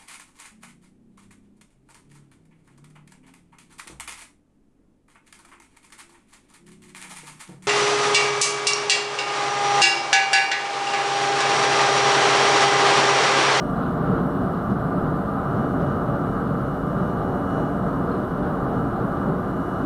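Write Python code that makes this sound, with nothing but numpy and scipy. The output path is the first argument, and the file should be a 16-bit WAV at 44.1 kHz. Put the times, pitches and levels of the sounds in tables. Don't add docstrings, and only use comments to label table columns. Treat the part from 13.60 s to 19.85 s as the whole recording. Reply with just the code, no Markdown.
import sys
import numpy as np
from scipy import signal
from scipy.fft import rfft, irfft
from scipy.io import wavfile
from scipy.ndimage import uniform_filter1d

SR = 44100
rng = np.random.default_rng(int(sys.argv[2]) if len(sys.argv) > 2 else 0)


def invert_db(x):
    u = np.asarray(x, float) / 20
    return 10 ** u


def transcribe(u):
    v = np.clip(np.atleast_2d(u).T, -1, 1)
    q = np.round(v * 32767).astype(np.int16)
    wavfile.write(sys.argv[1], SR, q)


N = 275625


def level(x, db):
    return x * invert_db(db) / np.sqrt(np.mean(x ** 2))


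def walk(rate_hz):
    hold = int(SR / rate_hz)
    steps = np.repeat(rng.standard_normal(N // hold + 1), hold)
    return 1.3 * uniform_filter1d(uniform_filter1d(steps, hold), hold)[:N]


def ring(x, hz, width_hz):
    once = signal.tf2sos(*signal.iirpeak(hz, hz / (1.55 * width_hz), fs=SR))
    return signal.sosfilt(np.vstack([once, once]), x)


def colour(x, points):
    hz, db = np.transpose(points)
    f = np.arange(N // 2 + 1) * SR / N + 1
    gain_db = np.interp(np.log(f), np.log(hz), db, left=-90, right=-90)
    return irfft(rfft(x) * invert_db(gain_db), N)


def shaken(modes, flicker_db, flicker_hz):
    total = np.zeros(N)
    for hz, width_hz, db in modes:
        mode = ring(rng.standard_normal(N), hz, width_hz)
        mode = level(mode, db + 10 * np.log10(width_hz))
        total += mode * invert_db(flicker_db * walk(flicker_hz))
    return level(total, 0)


def steady(x, hold_s, share):
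    k = int(hold_s * SR)
    power = uniform_filter1d(uniform_filter1d(x ** 2, k), k)
    return level(x / power ** (share / 2), 0)


def structure(modes, flicker_db, flicker_hz, hold_s, share):
    return steady(shaken(modes, flicker_db, flicker_hz), hold_s, share)


def bursts(times_s, db, t60_s, rise_s):
    late_s = np.maximum(np.arange(N) / SR - np.asarray(times_s)[:, None], 0)
    attack = 1 - np.exp(-late_s / rise_s)
    decay = np.exp(-np.log(1000) * late_s / t60_s)
    return (invert_db(np.asarray(db))[:, None] * attack * decay).sum(axis=0)


def swells(times_s, db, length_s, size=128):
    coarse = np.arange(0, N + size, size)
    away = (coarse / SR - times_s[:, None]) / length_s[:, None]
    return np.interp(np.arange(N), coarse, db @ 2 ** (-4 * away ** 2))


# (frequency [Hz], density [dB per Hz])
HISS = [(2650, -27), (4500, -3.5), (5260, -2.5), (5660, -6), (6580, -5.5), (7150, -5), (9030, -2.5),
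        (12000, -3), (15000, -2.5)]
# (frequency [Hz], level [dB rms])
TONES = [(1641, -56), (2929, -63.5), (3278, -80), (4221, -79), (5507, -81), (5744, -78.0), (5975, -85.5),
         (6325, -79.5), (6444, -86), (6562, -89), (6799, -80.5), (7499, -87), (8086, -85), (8441, -85),
         (8791, -81), (9141, -83), (9378, -83),
         (5391, -89), (5625, -90), (5859, -88), (6211, -92), (7852, -88), (8203, -90), (8320, -91),
               (8555, -93), (8672, -87), (9844, -94), (10078, -93)]
HISS_DB, CLOCK_HZ = -63, 15000 / 128


def camera():
    t = np.arange(N) / SR
    hiss = level(colour(rng.standard_normal(N), HISS), HISS_DB)
    tones = np.zeros(N)
    for hz, db in TONES:
        cycles = np.round(hz / CLOCK_HZ) * CLOCK_HZ * t + rng.random()
        tones += np.sqrt(2) * invert_db(db) * np.sin(2 * np.pi * cycles)
    return hiss + tones * invert_db(2.2 * walk(9) - 1.5)


# (frequency [Hz], density [dB per Hz])
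RATTLE = [(1350, -22), (2300, -7), (2650, -4.5), (2830, -0.5), (3030, -1.5), (3070, -2.5), (4030, -3),
          (5500, -22.5), (7150, -47), (12100, -120)]
# (time [s], peak [dB], frequency [Hz], t60 [s])
TICKS = [
    (.159, -55, 4100, .12),
    (4.5136, -47, 4170, 0.06),
    (4.54, -58, 4250, .08),
    (4.826, -52, 3480, .05),
    (4.829, -56, 3900, .04),
]


def fittings(rattle_db):
    t = np.arange(N) / SR
    grains = rng.standard_normal(N) * invert_db(walk(60))
    out = level(colour(grains, RATTLE), 0) * invert_db(rattle_db)
    for s, db, hz, t60_s in TICKS:
        out += np.sin(2 * np.pi * hz * t) * bursts([s], [db], t60_s, rise_s=0.0008)
    return out


# (time [s], thud peak [dB], clank [dB])
JOINTS = [(0.159, -4, -68), (0.449, -6, -57), (1.095, -10, -56), (1.339, -7, -65), (1.959, -13, -57),
          (2.199, -5.5, -56), (3.399, -5, -61), (3.969, -27, -61), (4.829, -16, -59), (5.129, -8, -62),
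          (5.399, -10, -60)]


def joints():
    s, thud_db, clank_db = np.transpose(JOINTS)
    body = shaken(DECK + PANELS, flicker_db=0, flicker_hz=9)
    steel = level(ring(rng.standard_normal(N), hz=2700, width_hz=2200), 0)
    thud = body * bursts(s, thud_db - 17, t60_s=0.15, rise_s=0.0033)
    return thud + steel * bursts(s, clank_db, t60_s=0.25, rise_s=0.006)


# (frequency [Hz], density [dB per Hz])
ROAR = [(20, -18), (28, -11), (42, -12), (95, -4), (125, 0), (271, -4), (326, -18.5), (500, -6.5),
        (800, -13), (936, -12), (1300, -12), (1600, -20), (2010, -32.5), (2470, -46)]
# (frequency [Hz], width [Hz], density [dB per Hz])
BOGIE = [(26, 11, -8), (55, 23, 2.5), (84, 22, -3)]
WHEELS = [(1056, 130, -6.5), (1181, 22, 0.5), (1198.3, 21.4, -0.5), (1289, 112, -3), (1377, 46, -10.5),
          (1466, 107, -9.5), (1560, 60, -21.5)]
PANELS = [(347.6, 43.6, -0.5), (379.7, 45, -1.5), (457.7, 38, 0), (576.6, 30, -3.5), (600.6, 18.7, -1.5),
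          (682, 76, -3.5), (792, 69, -5)]
GIRDERS = [(253.3, 21.6, -2.5), (275.5, 11.5, 0), (291.2, 16.4, -2.5)]
DECK = [(137.8, 34.4, -2.5), (164.3, 32.7, -2), (193.4, 23.6, -0.5), (222, 23, -6.5)]
ROAR_DB, BOGIE_DB = -30, -38.5


def rolling(boom_db, girder_db, panel_db, wheel_db):
    load_db = 0.26 * (panel_db - panel_db.mean()) + 0.26 * (boom_db - boom_db.mean())
    roar = level(colour(rng.standard_normal(N), ROAR), ROAR_DB) * invert_db(load_db + 0.43 * walk(4.92))
    bogie = structure(BOGIE, flicker_db=1.5, flicker_hz=3.2, hold_s=0.11, share=0.67)
    wheels = structure(WHEELS, flicker_db=0.9, flicker_hz=2.96, hold_s=0.1, share=0.49)
    panels = structure(PANELS, flicker_db=1.67, flicker_hz=4.1, hold_s=0.17, share=0.38)
    girders = structure(GIRDERS, flicker_db=0.5, flicker_hz=5.4, hold_s=0.064, share=0.54)
    deck = structure(DECK, flicker_db=1.4, flicker_hz=2.87, hold_s=0.13, share=0.99)
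    car = invert_db(BOGIE_DB) * bogie + invert_db(wheel_db) * wheels + invert_db(panel_db) * panels
    return roar + car + invert_db(girder_db) * girders + invert_db(boom_db) * deck


# (time [s], deck swell [dB], body swell [dB], length [s])
DIPS = [(.2, 3, 1, 0.13), (0.49, 7.5, 3, 0.19), (.64, 2.5, .5, .14), (0.857, 2.5, 2, 0.2),
        (1.119, 7, -0.5, 0.1), (1.39, 3.5, 2, 0.27), (1.596, 1.5, 0, .14), (1.98, 5.5, 4.5, 0.16),
        (2.238, 5.5, 2.5, .22), (2.577, 3, 2.5, 0.26), (2.89, 4.5, 1.5, 0.15), (3.04, 2, 0.5, 0.13),
        (3.284, 4, -1, 0.062), (3.426, 8, 1.5, 0.094), (3.683, 2.5, 3, 0.19), (3.98, 5.5, 1.5, 0.12),
        (4.08, 0.5, 2, .14), (4.245, 5.5, 1.5, 0.17), (4.49, 2.5, 2.5, 0.21), (4.883, 4, 3.5, 0.11),
        (5.11, 4.5, 3, 0.2), (5.4, 4.5, 2, .16), (5.703, 8, 2, 0.11), (5.895, 2.5, 0, .1)]
# (time [s], swell [dB], length [s])
SPANS = [(.09, 7, .1), (.27, 5, 0.086), (.46, 4.5, 0.15), (0.655, 7, .14), (0.815, 8, .1), (1.36, 5, 0.12),
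         (1.53, 6.5, .12), (1.71, 7, 0.11), (1.98, 4.5, 0.13), (2.16, 5.5, 0.22), (2.524, 3, 0.17),
         (2.666, 0, 0.069), (2.927, 5.5, 0.37), (3.263, 3, 0.11), (3.7, 2.5, 0.22), (4.0, 6, 0.29),
         (4.37, 5, .16), (4.583, 4.5, 0.15), (4.81, 5.5, 0.12), (5.073, 5.5, 0.15), (5.237, 7.5, 0.11),
         (5.56, 4, 0.087), (5.697, 1.5, 0.11), (5.975, 9.5, 0.1), (6.24, 7.5, .1)]
# (time [s], swell [dB], length [s])
PATCHES = [(.24, 4, 0.15), (0.526, 4, .22), (.95, 2.5, .24), (1.36, 3, 0.22), (1.8, 4.5, .2),
           (2.0, 3.5, .1), (2.363, 3.5, 0.28), (2.65, 2.5, .14), (2.8, 4, 0.092), (3.0, 2, .16),
           (3.39, 3.5, .14), (3.59, 1.5, .08), (3.82, 1.5, 0.12), (3.99, 3, .16), (4.297, 4, 0.09),
           (4.52, 3, 0.17), (4.86, 2.5, 0.25), (5.25, 2, 0.15), (5.49, 3, 0.17), (5.64, 2.5, 0.11),
           (5.97, 1.5, 0.17), (6.18, 3.5, .12)]
# (time [s], swell [dB], length [s])
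SHAKES = [
    (.0, 3, 0.083),
    (0.235, 4.5, 0.12),
    (.5, 2, .24),
]
DECK_DB, GIRDER_DB, PANEL_DB, WHEEL_DB, RATTLE_DB = -29.5, -35.5, -31.5, -36.5, -61.84
DECK_FADE_DB_PER_S = -0.21


def scene():
    s, deck_db, body_db, length_s = np.transpose(DIPS)
    body = swells(s, body_db, length_s)
    rail = swells(*np.transpose(PATCHES))
    boom_db = DECK_DB + DECK_FADE_DB_PER_S * np.arange(N) / SR + swells(s, deck_db, length_s)
    girder_db = GIRDER_DB + swells(*np.transpose(SPANS))
    wheel_db = WHEEL_DB + rail + 0.089 * body
    rattle_db = RATTLE_DB + 0.3 * body + 0.3 * rail + swells(*np.transpose(SHAKES))
    track = rolling(boom_db, girder_db, PANEL_DB + body, wheel_db)
    return (camera() + fittings(rattle_db) + joints() + track)[None, :]


# (frequency [Hz], step [dB])
STEP = [(3500, -68), (4700, -53.5), (5500, -52.8), (6200, -53.3), (7200, -52.3), (9000, -52),
        (14500, -51.5)]
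TOP_HZ = 14540


def thin_treble(x, follow, patchy_db, dead, size=940, count=10):
    n, k = np.arange(2 * size), np.arange(size)[:, None] + 0.5
    window = np.sqrt(2 / size) * np.sin(np.pi * (n + 0.5) / (2 * size))
    basis = window * np.cos(np.pi / size * (n + 0.5 + size / 2) * k)
    at = np.arange(N // size + 2)[:, None] * size + n
    frames = np.pad(x, (size, 2 * size), mode="reflect")[at]
    hz = k[:, 0] * SR / (2 * size)
    loud_db = 10 * np.log10(uniform_filter1d(np.mean(frames ** 2, axis=1), size=3))
    patch = 2 * uniform_filter1d(rng.standard_normal((len(at), size // count)), size=4, axis=0)
    step_db = np.interp(hz, *np.transpose(STEP), left=-140) + patchy_db * np.repeat(patch, count, axis=1)
    step = invert_db(step_db + follow * (loud_db - loud_db.mean())[:, None])
    bins = frames @ basis.T
    bins = np.sign(bins) * np.floor(np.abs(bins) / step + 0.5 - dead) * step * (hz < TOP_HZ)
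    out = np.zeros(at.max() + 1)
    np.add.at(out, at, bins @ basis)
    return out[size:size + N]


def top_cut(x):
    return signal.sosfilt(signal.butter(12, 15220, fs=SR, output="sos"), x)


def record(dry):
    mix = thin_treble(dry[0], follow=0.5, patchy_db=2.0, dead=0.096)[None, :]
    return top_cut(mix)


dry = scene()
out = record(dry)
transcribe(out)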